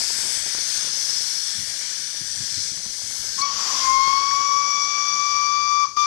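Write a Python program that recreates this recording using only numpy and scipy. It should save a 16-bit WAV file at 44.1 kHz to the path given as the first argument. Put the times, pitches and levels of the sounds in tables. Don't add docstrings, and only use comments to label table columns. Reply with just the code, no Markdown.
import sys
import numpy as np
from scipy import signal
from scipy.fft import rfft, irfft, next_fast_len
from scipy.io import wavfile
from scipy.ndimage import uniform_filter1d, map_coordinates

SR = 44100
rng = np.random.default_rng(int(sys.argv[2]) if len(sys.argv) > 2 else 0)


def store_wav(level_fs):
    pcm = np.round(np.clip(np.atleast_2d(level_fs), -1, 1) * 32767)
    wavfile.write(sys.argv[1], SR, pcm.T.astype(np.int16))


def rack_gain(trim_db):
    fader = np.asarray(trim_db, float)
    return 10 ** (fader / 20)


N = 267246

# start_s, flow_db, facing_microphone_db
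LEAK_FLOW = [(0, -26.5, 2.5), (.3, -27, 4), (.58, -27, -1), (.8, -27.5, 2), (.92, -28.5, -3),
             (1.1, -27.5, 3), (1.5, -29, -1), (1.62, -31, 1.5), (1.85, -30.5, 0), (2.14, -33, -2.5),
             (2.42, -30.5, 1), (2.6, -28, -1), (2.83, -33, -2), (3.05, -32.5, 0.5), (3.2, -31.5, 5),
             (3.36, -30, -3.5), (3.42, -28, -2)]
# level_db at mean flow, growth_db per dB of flow, drift_db per s,
# own_swell_db, beaming_db per dB of facing
LEAK_LAYERS = [
    (-41.5, .4, -1.3, .5, .2),
    (-30.5, 1, 0, 0.43, 0),
    (-38, 0.28, -1, .6, 0.58),
    (-46.5, 0.07, -1, 1, 1.1),
]
# frequency_hz, density_db per Hz
LEAK_BODY = [(180, -42), (300, -37), (585, -19), (988, -13), (1260, -12), (1650, 0.5), (2040, -6),
             (2230, -0.5), (2690, -11), (2980, -5), (3560, 1.5), (3890, -7), (4300, -20), (5590, -57.5),
             (9460, -120)]
LEAK_CORE = [(2290, -42), (3900, -14.5), (4240, -3.5), (4640, -3), (5260, 0.5), (6450, -4), (6870, -10),
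             (7100, -50.5), (9230, -41), (15600, -120)]
LEAK_EDGE = [(4060, -15.5), (6900, -8), (7020, 2.5), (7980, 3), (9130, -1.5), (9800, -5), (12700, -26),
             (21600, -120)]
LEAK_FIZZ = [(5650, -35), (9600, -8.5), (9960, -8), (12600, -16.5), (13400, -26), (15000, -31),
             (15600, -44)]
# start_s, pitch_hz, level_db
NOZZLE_RING = [(0.0, 6280, -40), (0.9, 6280, -30), (1.28, 5840, -35.5), (3.42, 6090, -35)]
# pitch_hz, width_hz, level_db at mean flow
GAP_RESONANCES = [(5180, 220, -37.5), (9280, 240, -46), (7970, 300, -52.5)]

# start_s, level_db
WIND_LEVEL = [(0, -55.5), (.8, -60), (1.35, -61), (1.75, -60.5), (2.0, -63), (2.5, -59), (3.3, -58),
              (3.65, -61.5), (3.9, -57.5), (4.4, -59), (5.2, -59.5), (5.62, -55), (5.85, -66), (6.06, -64)]
# frequency_hz, density_db per Hz
WIND_RUMBLE = [(11, -36), (18, -4), (96, 0), (140, -1.5), (315, -6.5), (503, -13), (600, -17), (780, -25),
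               (1320, -120)]
# start_s, peak_db, pitch_hz
WIND_THUDS = [(0.112, -48, 86.1), (0.549, -47, 80), (1.548, -39, 196.5), (1.57, -39, 107),
              (1.583, -43, 155), (1.602, -42, 129), (1.616, -45, 102), (1.644, -60, 121),
              (2.206, -34.5, 110.2), (2.234, -61, 80.7), (2.289, -46, 91), (2.359, -41, 99.6),
              (2.399, -36, 106), (2.424, -55, 116.5), (2.518, -40, 125.6), (2.56, -37, 98.6),
              (2.601, -50, 88.8), (2.714, -37.5, 186), (2.768, -40, 150.5), (2.858, -37, 219),
              (2.889, -48, 94.2), (3.029, -47, 106.3), (3.4, -42, 253)]
# frequency_hz, density_db per Hz
THUD_PUFF = [(40, -35), (80, 1), (200, -2), (330, -9.5), (500, -28)]

# frequency_hz, density_db per Hz
OPEN_INPUT_HISS = [(20, -3), (100, 26), (500, 18), (1200, -26), (3000, -42), (8000, -43), (11000, -49),
                   (15800, -35)]

# start_s, peak_db, pitch_hz
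LARGE_SPITS = [(0.104, -37, 807), (0.187, -31, 780), (0.252, -34, 355), (0.352, -40, 767),
               (0.464, -32, 770), (0.479, -37, 678), (0.55, -31.5, 546), (0.585, -35, 307),
               (0.69, -39, 826), (0.835, -37, 328), (0.873, -35.5, 514), (0.974, -39, 708),
               (1.095, -38, 635), (1.13, -38, 301), (1.166, -42, 474), (1.208, -38, 476), (1.362, -48, 810),
               (1.673, -43, 600), (1.814, -41.5, 642), (3.018, -43, 768.7), (3.249, -40, 595),
               (3.938, -43, 900), (3.984, -30.5, 899), (4.003, -34, 895), (4.056, -39, 899),
               (4.067, -35.5, 902), (4.079, -29, 896), (4.178, -46, 875), (4.236, -41, 882),
               (5.97, -38, 860)]
# start_s, level_db
SMALL_SPITS = [(0, -39), (1.3, -51), (4, -46), (4.5, -46), (6.06, -65)]

# start_s, pitch_hz, blow_db, unsteady_share 0-1, overtones_db
WET_START = [(3.365, 1000, -45, .7, -29.5), (3.387, 1084, -10, 0.5, -18), (3.416, 1120, -11, 0.34, -8),
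             (3.426, 1131, -1.5, 0.25, 1), (3.51, 1118, -9, 0.4, -6), (3.56, 1128, -14.5, 0.54, -22),
             (3.66, 1111, -17, 0.4, -23), (3.71, 1081, -13, 0.92, -27), (3.79, 1066, -7.5, 0.7, -8)]
# start_s, pitch_hz, blow_db, unsteady_share 0-1, overtones_db
CLEAR_BLAST = [(3.835, 1062, -7.5, 0.33, -0.5), (3.89, 1061, 2.5, 0.12, 0.5), (4.07, 1081, 2.5, 0.22, 3.5),
               (4.2, 1110, -0.5, 0.26, 0.5), (4.5, 1133, 1, .14, -1), (4.95, 1152, 2, 0.13, 2),
               (5.5, 1164, -0.5, 0.062, 1.5), (5.84, 1168, 2.5, 0.051, 1.5), (5.856, 1176, -2, 0.36, -9)]
# start_s, pitch_hz, blow_db, unsteady_share 0-1, overtones_db
VALVE_REOPENED = [
    (5.966, 1186, -17, 0.62, -18),
    (5.973, 1186, 3, 0.16, -2.5),
    (5.992, 1181, 1.5, .1, 2),
    (6.06, 1170, 0, .05, 2),
]
BELL_PARTIALS = [-23, -36.5, -43.5, -38, -40, -49, -62.5, -69]
# centre_s, width_s, change_db
GROUND_FADES = [
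    [(4.27, .07, -2.5), (4.97, .3, -9.5), (5.65, 0.067, -2)],
    [(3.5, .04, -9), (4.42, .25, -1)],
    [(3.92, 0.091, -8), (5.38, .1, -6), (6.0, .05, 5)],
    [(3.49, .04, 5), (3.88, .12, -10), (4.55, 0.17, -7)],
    [(3.97, .15, -7), (5.0, .35, 3), (5.7, 0.16, -3)],
    [(3.9, .15, -8), (4.6, 0.64, 5)],
]

# start_s, level_db
JET_FLOW = [(3.37, -43), (3.46, -42), (3.6, -36), (3.74, -35), (3.88, -35), (3.96, -38.5), (4.5, -40.5),
            (5.25, -39.5), (5.8, -42)]
# level_db at mean flow, growth_db per dB of flow, drift_db per s,
# shutting_db per dB of valve closing
JET_LAYERS = [
    (-48.5, 1.16, -2.5, 2),
    (-52.5, 1.11, -1.7, 1.5),
    (-39.5, 1, -0.5, 0.96),
    (-47, 1.5, -3, .5),
]
# frequency_hz, density_db per Hz
ROAR_COLOUR = [(100, -73), (200, -7.5), (500, -9.5), (900, -1.5), (1200, 5.5), (1500, -31)]
BODY_COLOUR = [(1000, -31), (1300, 0), (2000, -3.5), (2800, -4.5), (3500, 1), (4000, -1.5), (4400, -42)]
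CORE_COLOUR = [(3600, -44), (4100, -12), (4700, 1.5), (5300, 0), (5900, 2.5), (6500, -3), (7200, -17),
               (7800, -32)]
FIZZ_COLOUR = [(4240, -30.5), (7200, -5.5), (7480, -10.5), (8340, -16.5), (8510, -15.5), (12200, -27),
               (13800, -32), (14500, -34)]

# start_s, level_db, from_hz, to_hz, length_s
SQUEAKS = [
    (3.412, -19, 4100, 4580, 0.012),
    (4.311, -25, 2130, 1290, 0.002),
]

SHUT_S, OPENED_S = 5.866, 5.96


def unit(x):
    return x / np.sqrt(np.mean(np.abs(x) ** 2) + 1e-20)


def curves(rows):
    s, *cols = np.transpose(rows)
    return [np.interp(np.arange(N) / SR, s, c) for c in cols]


def wobble(rate):
    knots = rng.standard_normal(int(N * rate / SR) + 4)
    return unit(map_coordinates(knots, [np.arange(N) * rate / SR]))


def gate(start, end, edge):
    t = np.arange(N) / SR
    return np.clip((t - start) / edge, 0, 1) * np.clip((end - t) / edge, 0, 1)


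def rush(spectrum, patchy_db, bins=6, frames=14):
    z = signal.stft(rng.standard_normal(N + 512), nperseg=512)[2]
    field = uniform_filter1d(rng.standard_normal(z.shape), size=int(bins), axis=0)
    field = uniform_filter1d(field, size=int(frames), axis=1)
    x = signal.istft(z * rack_gain(patchy_db * unit(field)), nperseg=512)[1]
    m = next_fast_len(len(x))
    hz, db = np.transpose(spectrum)
    bin_hz = np.fft.rfftfreq(m, 1 / SR)
    colour = rack_gain(np.interp(np.log(bin_hz + 1), np.log(hz + 1), db, right=-120))
    return unit(irfft(rfft(x, m) * colour, m)[:N])


def blur(width_hz):
    return unit(wobble(width_hz) + 1j * wobble(width_hz))


def layered(flow_db, level_db, grows, drift_db, middle_s):
    drift = drift_db * (np.arange(N) / SR - middle_s)
    return level_db + grows * (flow_db - flow_db.mean()) + drift


def leak():
    t = np.arange(N) / SR
    flutter = 0.16 * wobble(8.66) + 0.4 * wobble(29.99)
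    flow_db, facing_db = curves(LEAK_FLOW)
    colours = (LEAK_BODY, LEAK_CORE, LEAK_EDGE, LEAK_FIZZ)
    steam = 0
    for layer, colour, patchy_db in zip(LEAK_LAYERS, colours, (1.2, 1.1, 1.6, 1.5)):
        db, grows, drift, own, beamed = layer
        level_db = layered(flow_db, db, grows, drift, middle_s=1.75)
        level_db = level_db + own * wobble(7.12) + flutter + beamed * facing_db
        steam = steam + rack_gain(level_db) * rush(colour, 1.36 * patchy_db, bins=4, frames=70)
    hz, db = curves(NOZZLE_RING)
    steam = steam + rack_gain(db) * np.real(blur(260) * np.exp(2j * np.pi * np.cumsum(hz) / SR))
    for hz, width, db in GAP_RESONANCES:
        level_db = db + flow_db - flow_db.mean() + 2.3 * wobble(3.32)
        steam = steam + rack_gain(level_db) * np.real(blur(width) * np.exp(2j * np.pi * hz * t))
    return steam * gate(-1, 3.43, edge=0.014)


def wind():
    level_db = curves(WIND_LEVEL)[0] + 0.95 * wobble(7.3) + 2.0 * wobble(25)
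    out = rack_gain(level_db) * rush(WIND_RUMBLE, patchy_db=1.0)
    rough = rush(THUD_PUFF, patchy_db=0.5)
    for s, db, hz in WIND_THUDS:
        cycles = np.clip(np.arange(N) / SR - s, 0, None) * hz
        push = np.exp(-1.3 * cycles ** 0.81) * np.sin(2 * np.pi * cycles)
        push = push + 0.44 * np.exp(-.8 * cycles) * rough
        out = out - rack_gain(db + 4.0) * cycles * push
    return out


def frame_buzz():
    frame_hz = 49.998
    ms = ((np.arange(N) / SR * frame_hz - .485) % 1) / frame_hz * 1000
    step = uniform_filter1d((ms < 2.05) * 1., size=9)
    spike = np.exp(-((ms - .4) / 0.46) ** 2)
    recovery = -np.cos(np.pi * np.clip((ms - 2.05) / 7, 0, 1)) * np.exp(-(ms - 2.05) / 9)
    sag = uniform_filter1d(np.where(ms > 2.05, recovery, 0), size=9)
    ripple = np.cos(2 * np.pi * (ms - 9) / 4.2) * (ms > 9) * np.exp(-(ms - 9) / 8)
    wave = rack_gain(-64) * step + rack_gain(-61.5) * spike + rack_gain(-60) * sag + rack_gain(-72) * ripple
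    return wave - wave.mean() + rack_gain(-82) * rush(OPEN_INPUT_HISS, patchy_db=-9.0)


def spits():
    out, t = np.zeros(N + SR), np.arange(SR // 50) / SR
    moments = rng.uniform(0, N / SR, size=400)
    small_db = np.interp(moments, *np.transpose(SMALL_SPITS)) + rng.normal(0, 3, size=400)
    small = np.c_[moments, small_db, rng.uniform(350, 1200, size=400)]
    dull = signal.butter(1, [220, 1300], "bandpass", fs=SR)
    for s, db, hz in np.vstack([LARGE_SPITS, small]):
        puff = signal.lfilter(*dull, rng.standard_normal(len(t)))
        pop = rack_gain(-60 * t / 0.0054) * np.sin(2 * np.pi * hz * t)
        pop = pop + 1.36 * rack_gain(-60 * t / 0.016) * puff
        out[round(s * SR):][:len(t)] += rack_gain(db + 5.5) * pop
    return out[:N]


def bell_tone(hz, turn, blow_db, wet, over_db):
    t = np.arange(N) / SR
    tone = 0
    for k, db in enumerate(BELL_PARTIALS, 1):
        lift_db = 7.5 * np.exp(-((k * hz - 5674) / 164) ** 2)
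        if k == 1:
            db = db + blow_db + 0.93 * wobble(14)
        else:
            db = db + over_db + lift_db + 1.93 * k / 5 * wobble(22)
        for s, width, depth in (GROUND_FADES[k - 1] if k <= len(GROUND_FADES) else []):
            db = db + depth * np.exp(-((t - s) / width) ** 2)
        share = np.clip(wet + 0.054 * (k - 1), 0, 1)
        unsteady = np.sqrt(1 - share ** 2) + share * blur(100 + 12 * k)
        line = np.real(unsteady * np.exp(1j * k * (turn + 1.51) - 1.45j))
        tone = tone + np.sqrt(2) * rack_gain(db - 1.1 * wet * (k - 1)) * line
        if k == 5:
            tone = tone + rack_gain(-43 + over_db + lift_db) * np.real(blur(260) * np.exp(5.12j * turn))
    return tone


def steam_jet(turn, wet):
    t = np.arange(N) / SR
    dying_db = -10 * (1 - np.exp(-np.clip(t - SHUT_S + 0.0095, 0, None) / 0.055))
    valve_db = np.where(t < OPENED_S + .006, dying_db, 3.5)
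    flow_db = curves(JET_FLOW)[0]
    levels = []
    for *layer, shuts in JET_LAYERS:
        valve = np.where(valve_db < 0, shuts, 1) * valve_db
        levels.append(layered(flow_db, *layer, middle_s=4.08) + valve)
    roar_db, body_db, core_db, fizz_db = levels
    puffs = unit(1 + 0.067 * (1 - wet) * np.cos(turn))
    high = rack_gain(core_db + 6.0) * rush(CORE_COLOUR, patchy_db=.9)
    high = high + rack_gain(fizz_db) * rush(FIZZ_COLOUR, patchy_db=1.2)
    low = rack_gain(roar_db + 1.4 * wobble(40)) * rush(ROAR_COLOUR, patchy_db=1.0)
    low = low + rack_gain(body_db + 8.5) * rush(BODY_COLOUR, patchy_db=1.0)
    return puffs * high + low


def whistle():
    echo_hz, echo_db, fall_db, echo_share = 1159, -7.5, 14, .6
    faded_db = echo_db - fall_db
    echo = [(SHUT_S, echo_hz, echo_db, echo_share, echo_db),
            (OPENED_S, echo_hz, faded_db, echo_share, faded_db)]
    hz, blow_db, wet, over_db = curves(WET_START + CLEAR_BLAST + echo + VALVE_REOPENED)
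    wet = np.clip(wet, 0, 1)
    droop_hz = 90 * gate(5.842, 5.864, edge=0.012) ** 2
    turn = 2 * np.pi * np.cumsum(hz - droop_hz + 2.47 * wobble(45)) / SR
    blast = bell_tone(hz, turn, blow_db, wet, over_db) + steam_jet(turn, wet)
    return blast * gate(3.37, 9, edge=0.015) * gate(-1, N / SR, edge=0.001)


def squeaks():
    out = np.zeros(N)
    for s, db, from_hz, to_hz, length in SQUEAKS:
        n = int(length * SR)
        turn = 2 * np.pi * np.cumsum(np.linspace(from_hz, to_hz, n)) / SR
        out[round(s * SR):][:n] += rack_gain(db) * np.hanning(n) ** .5 * np.sin(turn)
    return out


def scene():
    left = 2 * (leak() + wind() + spits() + whistle() + squeaks())
    return np.array([left, np.zeros(N)])


def low_pass(x):
    return signal.sosfilt(signal.butter(12, 15740, fs=SR, output="sos"), x)


def record(dry):
    floor, knee = 0.37, 5
    loud = dry[0] / (1 + np.clip(-dry[0] / floor, 0, None) ** knee) ** (1 / knee)
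    hz, _, z = signal.stft(loud, SR, nperseg=2048)
    band = np.maximum(1 + (hz - 12800) // 500, 0).astype(int)
    level = np.array([np.abs(z[band == b]).mean(axis=0) for b in range(band.max() + 1)])
    waver = uniform_filter1d(rng.standard_normal(level.shape), size=3, axis=1)
    masker = np.abs(z[(hz > 8000) & (band == 0)]).mean(axis=0) * rack_gain(-24 + 5 * waver)
    kept = (level > np.maximum(masker, rack_gain(-93)))[band] | (band[:, None] == 0)
    left = signal.istft(z * kept, SR, nperseg=2048)[1][:N]
    return low_pass(np.array([left, frame_buzz()]))


dry = scene()
out = record(dry)
store_wav(out)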